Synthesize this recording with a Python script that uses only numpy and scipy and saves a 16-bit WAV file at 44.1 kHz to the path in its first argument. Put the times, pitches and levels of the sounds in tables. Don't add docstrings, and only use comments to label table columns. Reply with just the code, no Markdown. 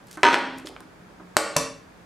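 import sys
import numpy as np
from scipy import signal
from scipy.io import wavfile

SR = 44100
rng = np.random.default_rng(int(sys.argv[2]) if len(sys.argv) > 2 else 0)


def master(y):
    cut = np.clip(np.atleast_2d(y).T, -1, 1)
    pcm = np.round(cut * 32767)
    wavfile.write(sys.argv[1], SR, pcm.astype(np.int16))


def invert_db(level):
    return 10 ** (np.asarray(level, dtype=float) / 20)


N = 90404

# frequency in Hz, level in dB per Hz.
AIR_SPECTRUM = [(25, -20), (60, -11.5), (115, -7.5), (200, -7), (450, -10.5), (1500, -15.5), (3000, -26.5),
                (13000, -38.5)]
# frequency in Hz, likeness from 0 to 1.
AIR_LIKENESS = [(60, 0.85), (240, 0.64), (950, 0.1), (3770, 0.22), (15000, 0.24)]
# frequency in Hz, level in dB rms.
MOTOR_HUM = [(50, -65.5), (180, -57)]
# start in seconds, peak in dB, pitch in Hz.
FINGER_TICKS = [(0.041, -53, 8000), (.070, -41, 9060), (0.087, -50, 8000), (0.1127, -29.5, 8000),
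                (.129, -39, 7500), (.173, -36, 5500), (.187, -52, 7500), (0.222, -44, 9000),
                (0.292, -29, 10000), (0.354, -17.5, 4500), (.388, -25, 9000), (.576, -41, 8500),
                (.585, -29.5, 8500), (.596, -47, 10000), (.657, -36, 4900), (0.6712, -23, 2500),
                (0.6713, -35, 7500), (.684, -52, 4920), (.764, -29, 1157), (0.805, -39.5, 3500),
                (0.8057, -37.5, 8500), (0.875, -66, 1980), (1.027, -55, 1770), (1.96, -58, 2920)]
# start in seconds, end in seconds, level in dB.
SHELL_RUSTLES = [
    (0.071, 0.123, -68),
    (.11, 0.163, -59.5),
    (0.16, 0.25, -71),
    (0.577, 0.604, -64),
    (0.66, 0.691, -54.5),
]
# start in seconds, peak in dB, centre of the thud in Hz.
SOFT_BUMPS = [
    (0.172, -30, 1094),
    (0.646, -33, 390),
    (0.695, -36, 496),
    (0.805, -40.5, 1040),
    (1.198, -38.5, 800.0),
    (1.061, -55, 910),
]
# frequency in Hz, time to fall 60 dB in seconds.
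KITCHEN_DECAY = [(150, 0.63), (500, 0.41), (1500, .42), (4000, 0.43), (9000, .33), (14000, 0.15)]
# frequency in Hz, side over mid in dB.
KITCHEN_WIDTH = [(200, -16), (2000, -14), (6000, -12.5), (13000, -0.5)]
# frequency in Hz, level in dB.
KITCHEN_TONE = [(100, 0.5), (400, 2.5), (1500, 2.5), (4000, 1.5), (8000, -0.5), (11500, 6), (14500, -21)]
# frequency in Hz, level in dB, time to fall 60 dB in seconds.
POT_MODES = [(262.6, -33.5, 0.8), (313, -26.5, 0.36), (388, -30, .2), (942, -21.5, 0.24), (1020, -36, 0.16),
             (1060, -30.5, 0.33), (1222, -20, 0.17), (1348, -27.5, 0.23), (1464, -23, 0.093),
             (1532, -30.5, .2), (1640, -32, 0.2), (2246, -26, 0.22), (3955, -32, 0.22), (6190, -30.5, 0.11)]
# frequency in Hz, level in dB, time to fall 60 dB in seconds.
HELD_POT_MODES = [(311.5, -1, .6), (452, -4.5, 0.41)]
# frequency in Hz, level in dB, time to fall 60 dB in seconds.
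COUNTER_MODES = [(153, -29.5, 0.11), (268.3, -36.5, 0.56), (574.6, -23, 0.089), (974, -23.5, .12)]
# start in seconds, peak in dB.
BOUNCES = [(0.232, -3.5), (0.235, -1.5), (0.25, 0), (0.254, -1.5), (0.266, -5), (0.288, -13.5),
           (0.313, -25), (0.332, -19), (0.353, -9.5), (0.372, -35.5), (0.386, -22.5)]
# frequency in Hz, level in dB, time to fall 60 dB in seconds.
BASE_MODES = [(398, -13.5, 0.019), (743, -8, 0.0067), (1037, -8.5, 0.013), (1553, -1, 0.0051),
              (1890, -2, 0.006), (2500, -4.5, 0.0045), (3265, -8.5, 0.0056), (4060, -13.5, 0.0054),
              (5290, -19.5, 0.0079), (7500, -17.5, 0.0018), (10300, -26.5, .002)]
# start in seconds, blow in dB, shell crack in dB, crack delay in seconds, wall ring in dB.
EGG_KNOCKS = [
    (1.3678, 4, 7, 0.00029, -18.5),
    (1.5639, -7, 1, .0018, -29.5),
]
# frequency in Hz, level in dB, time to fall 60 dB in seconds.
RIM_MODES = [(173, -19, 0.015), (414, -28.5, 0.048), (561, -13, 0.035), (800, -14.5, 0.0079),
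             (1040, -10.5, 0.032), (1340, 3.5, 0.0031), (2200, -9, 0.011), (2700, -15.5, 0.023)]
# frequency in Hz, level in dB, time to fall 60 dB in seconds.
SHELL_MODES = [(3500, -16, 0.0085), (4870, -12, 0.0011), (5400, -20.5, .025), (5985, -6.5, 0.0045),
               (7500, -11, 0.0079), (8500, -5, 0.0018), (9440, -15.5, 0.011), (11370, -12.5, 0.0018),
               (14600, -26, 0.00196)]

AIR_DB = -50
SPREAD_DB, EGG_SPREAD_DB = 3.5, 1.8
TICK_CYCLES, TICK_DB, TICK_OCTAVES = 6.8, 2, 1
RUSTLE_PER_S = 2600
KITCHEN_DB, FIRST_ECHO_S = -34.0, 0.0015
RING_SEND_DB, HAND_SEND_DB = -6, -5.0
BOUNCE_DB, BUMP_RING_DB = 5.0, 18.5
SLIDE_START_S, SLIDE_END_S, SLIDE_PER_S, SLIDE_DB = 0.235, 0.36, 900.0, -24.5
BASE_BAND_HZ = [310, 9500]
LANDING_DB, LANDING_HZ = -28.5, 87.5
BURST_SAMPLES = 2048
MAKEUP_DB, PAN_DB, HAND_PAN_DB, AIR_PAN_DB = 1.5, 0.53, -1, -0.4
LOW_CUT_HZ, TOP_CUT_HZ = 29.5, 11700
DUCK_FROM_DB, DUCK_SHARE, DUCK_ATTACK_S, RECOVER_DB_PER_S = -2.5, 0.96, 0.00042, 56.5
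CEILING = 1.37


def at_hz(points, hz):
    table_hz, value = np.transpose(points)
    return np.interp(np.log(hz), np.log(table_hz), value)


def band_pass(x, band_hz, order=2):
    return signal.sosfilt(signal.butter(order, band_hz, "band", fs=SR, output="sos"), x)


def ring(clicks, hz, t60):
    radius = invert_db(-60 / (t60 * SR))
    angle = 2 * np.pi * hz / SR
    return signal.lfilter([0, np.sin(angle)], [1, -2 * radius * np.cos(angle), radius**2], clicks + 1e-18)


def strike(modes, s, db, spread_db=SPREAD_DB):
    out = np.zeros(N)
    own = rng.standard_normal((len(s), len(modes)))
    at = (np.asarray(s) * SR).astype(int)
    first = at.min()
    for k, (hz, level_db, t60) in enumerate(modes):
        end = min(N, at.max() + int(1.5 * t60 * SR))
        clicks = np.zeros(end - first)
        sign = (-1) ** k
        np.add.at(clicks, at - first, sign * invert_db(np.asarray(db) + level_db + spread_db * own[:, k]))
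        out[first:end] += ring(clicks, hz, t60)
    return out


def grains(start, end, per_s, uneven_db):
    t = np.arange(N) / SR
    chance, size, side = rng.random(size=(3, N))
    height = invert_db(-uneven_db * np.log(size + 0.00033))
    return height * np.sign(side - 0.5) * (chance < per_s / SR) * (t > start) * (t < end)


def snap(s, db, hz, octaves, t60):
    out = np.zeros(N)
    t = np.arange(BURST_SAMPLES) / SR
    edges = np.clip(hz * 2.0 ** np.array([-octaves, octaves]), 30, 0.45 * SR)
    burst = band_pass(rng.standard_normal(BURST_SAMPLES) * invert_db(-60 * t / t60), edges, order=3)
    at = int(s * SR)
    out[at:at + BURST_SAMPLES] = invert_db(db) * burst / np.abs(burst).max()
    return out


def bands(shape):
    edges = 28 * 2 ** np.arange(0, 9.6, 0.5)
    white = rng.standard_normal((2, 2, N))
    total = 0
    for k, (low, high) in enumerate(zip(edges, edges[1:])):
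        mid, side = band_pass(white[k % 2], [low, high])
        total = total + shape(np.sqrt(low * high), mid, side)
    return total


def air():
    def shape(hz, mid, side):
        alike = np.clip(at_hz(AIR_LIKENESS, hz), 0, 1)
        stereo = np.sqrt(1 + alike) * mid + np.sqrt(1 - alike) * side * [[1], [-1]]
        return invert_db(at_hz(AIR_SPECTRUM, hz)) * stereo

    hush = bands(shape)
    out = invert_db(AIR_DB) * hush / hush.std()
    for hz, db in MOTOR_HUM:
        hum = ring(rng.standard_normal(N), hz, 0.67)
        out = out + invert_db(db) * hum / hum.std()
    return out


def handling():
    ticks = sum(snap(s, db + TICK_DB, hz, TICK_OCTAVES, 0.0044 + TICK_CYCLES / hz)
                for s, db, hz in FINGER_TICKS)
    rubbing = sum(invert_db(db) * grains(start, end, RUSTLE_PER_S, uneven_db=3.5)
                  for start, end, db in SHELL_RUSTLES)
    rustle = invert_db(19.5) * band_pass(rubbing, [1500.0, 10500.0])
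    bumps = sum(snap(s, db, hz, 0.68, 0.096) for s, db, hz in SOFT_BUMPS)
    return ticks + rustle + bumps


def kitchen(x):
    t = np.arange(N) / SR

    def shape(hz, mid, side):
        stereo = mid + invert_db(at_hz(KITCHEN_WIDTH, hz)) * side * [[1], [-1]]
        return stereo * invert_db(at_hz(KITCHEN_TONE, hz) - 60 * t / at_hz(KITCHEN_DECAY, hz))

    echoes = (bands(shape) * (t > FIRST_ECHO_S))[:, :SR]
    return invert_db(KITCHEN_DB) * signal.fftconvolve(x[None], echoes, axes=1)[:, :N]


def walls():
    bump_s, bump_db, _ = np.transpose(SOFT_BUMPS)
    bounce_s, bounce_db = np.transpose(BOUNCES)
    knock_s, *_, wall_db = np.transpose(EGG_KNOCKS)
    bumped = strike(POT_MODES[1:3], bump_s, bump_db + BUMP_RING_DB)
    bounced = strike(POT_MODES, bounce_s, bounce_db + BOUNCE_DB)
    knocked = strike(HELD_POT_MODES, knock_s, wall_db, EGG_SPREAD_DB)
    thud = strike(COUNTER_MODES, knock_s[1:], [6.0], EGG_SPREAD_DB)
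    return bumped + bounced + knocked + thud


def clatter():
    s, db = np.transpose(BOUNCES)
    base = strike(BASE_MODES, s, db + BOUNCE_DB)
    slide = invert_db(SLIDE_DB) * grains(SLIDE_START_S, SLIDE_END_S, SLIDE_PER_S, uneven_db=4.5)
    scrape = sum(invert_db(level_db) * ring(slide, hz, t60) for hz, level_db, t60 in BASE_MODES)
    landing = snap(s[0], LANDING_DB, LANDING_HZ, 1.29, 0.041)
    return band_pass(base + scrape, BASE_BAND_HZ) + landing


def knocks():
    s, blow_db, crack_db, delay_s, _ = np.transpose(EGG_KNOCKS)
    crack_s = s + delay_s
    rim = strike(RIM_MODES, s, blow_db, EGG_SPREAD_DB)
    shell = strike(SHELL_MODES, crack_s, crack_db, EGG_SPREAD_DB)
    splinters = sum(snap(at, db - 8.0, 1990.0, 2.28, 0.035) for at, db in zip(crack_s, crack_db))
    return rim + shell + splinters


def pan(x, db):
    return x * invert_db(np.array([[db], [-db]]))


def scene():
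    hands, rings = handling(), walls()
    blows = invert_db(MAKEUP_DB) * (clatter() + knocks())
    echoes = kitchen(blows + invert_db(RING_SEND_DB) * rings + invert_db(HAND_SEND_DB) * hands)
    direct = pan(blows, PAN_DB) + pan(rings + hands, HAND_PAN_DB)
    return direct + echoes + pan(air(), AIR_PAN_DB)


def band_limit(x):
    return signal.sosfilt(signal.butter(12, 16640, fs=SR, output="sos"), x)


def record(dry):
    t = np.arange(N) / SR
    heard = band_pass(dry, [LOW_CUT_HZ, TOP_CUT_HZ])
    level_db = 20 * np.log10(np.abs(heard).max(axis=0) + 1e-9)
    over_db = np.maximum(level_db - DUCK_FROM_DB, 0)
    recovery_db = RECOVER_DB_PER_S * t
    held_db = np.maximum.accumulate(over_db * DUCK_SHARE + recovery_db) - recovery_db
    lag = np.exp(-1 / (DUCK_ATTACK_S * SR))
    ducked = heard * invert_db(-signal.lfilter([1 - lag], [1, -lag], held_db))
    return band_limit(CEILING * np.tanh(ducked / CEILING))


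dry = scene()
out = record(dry)
master(out)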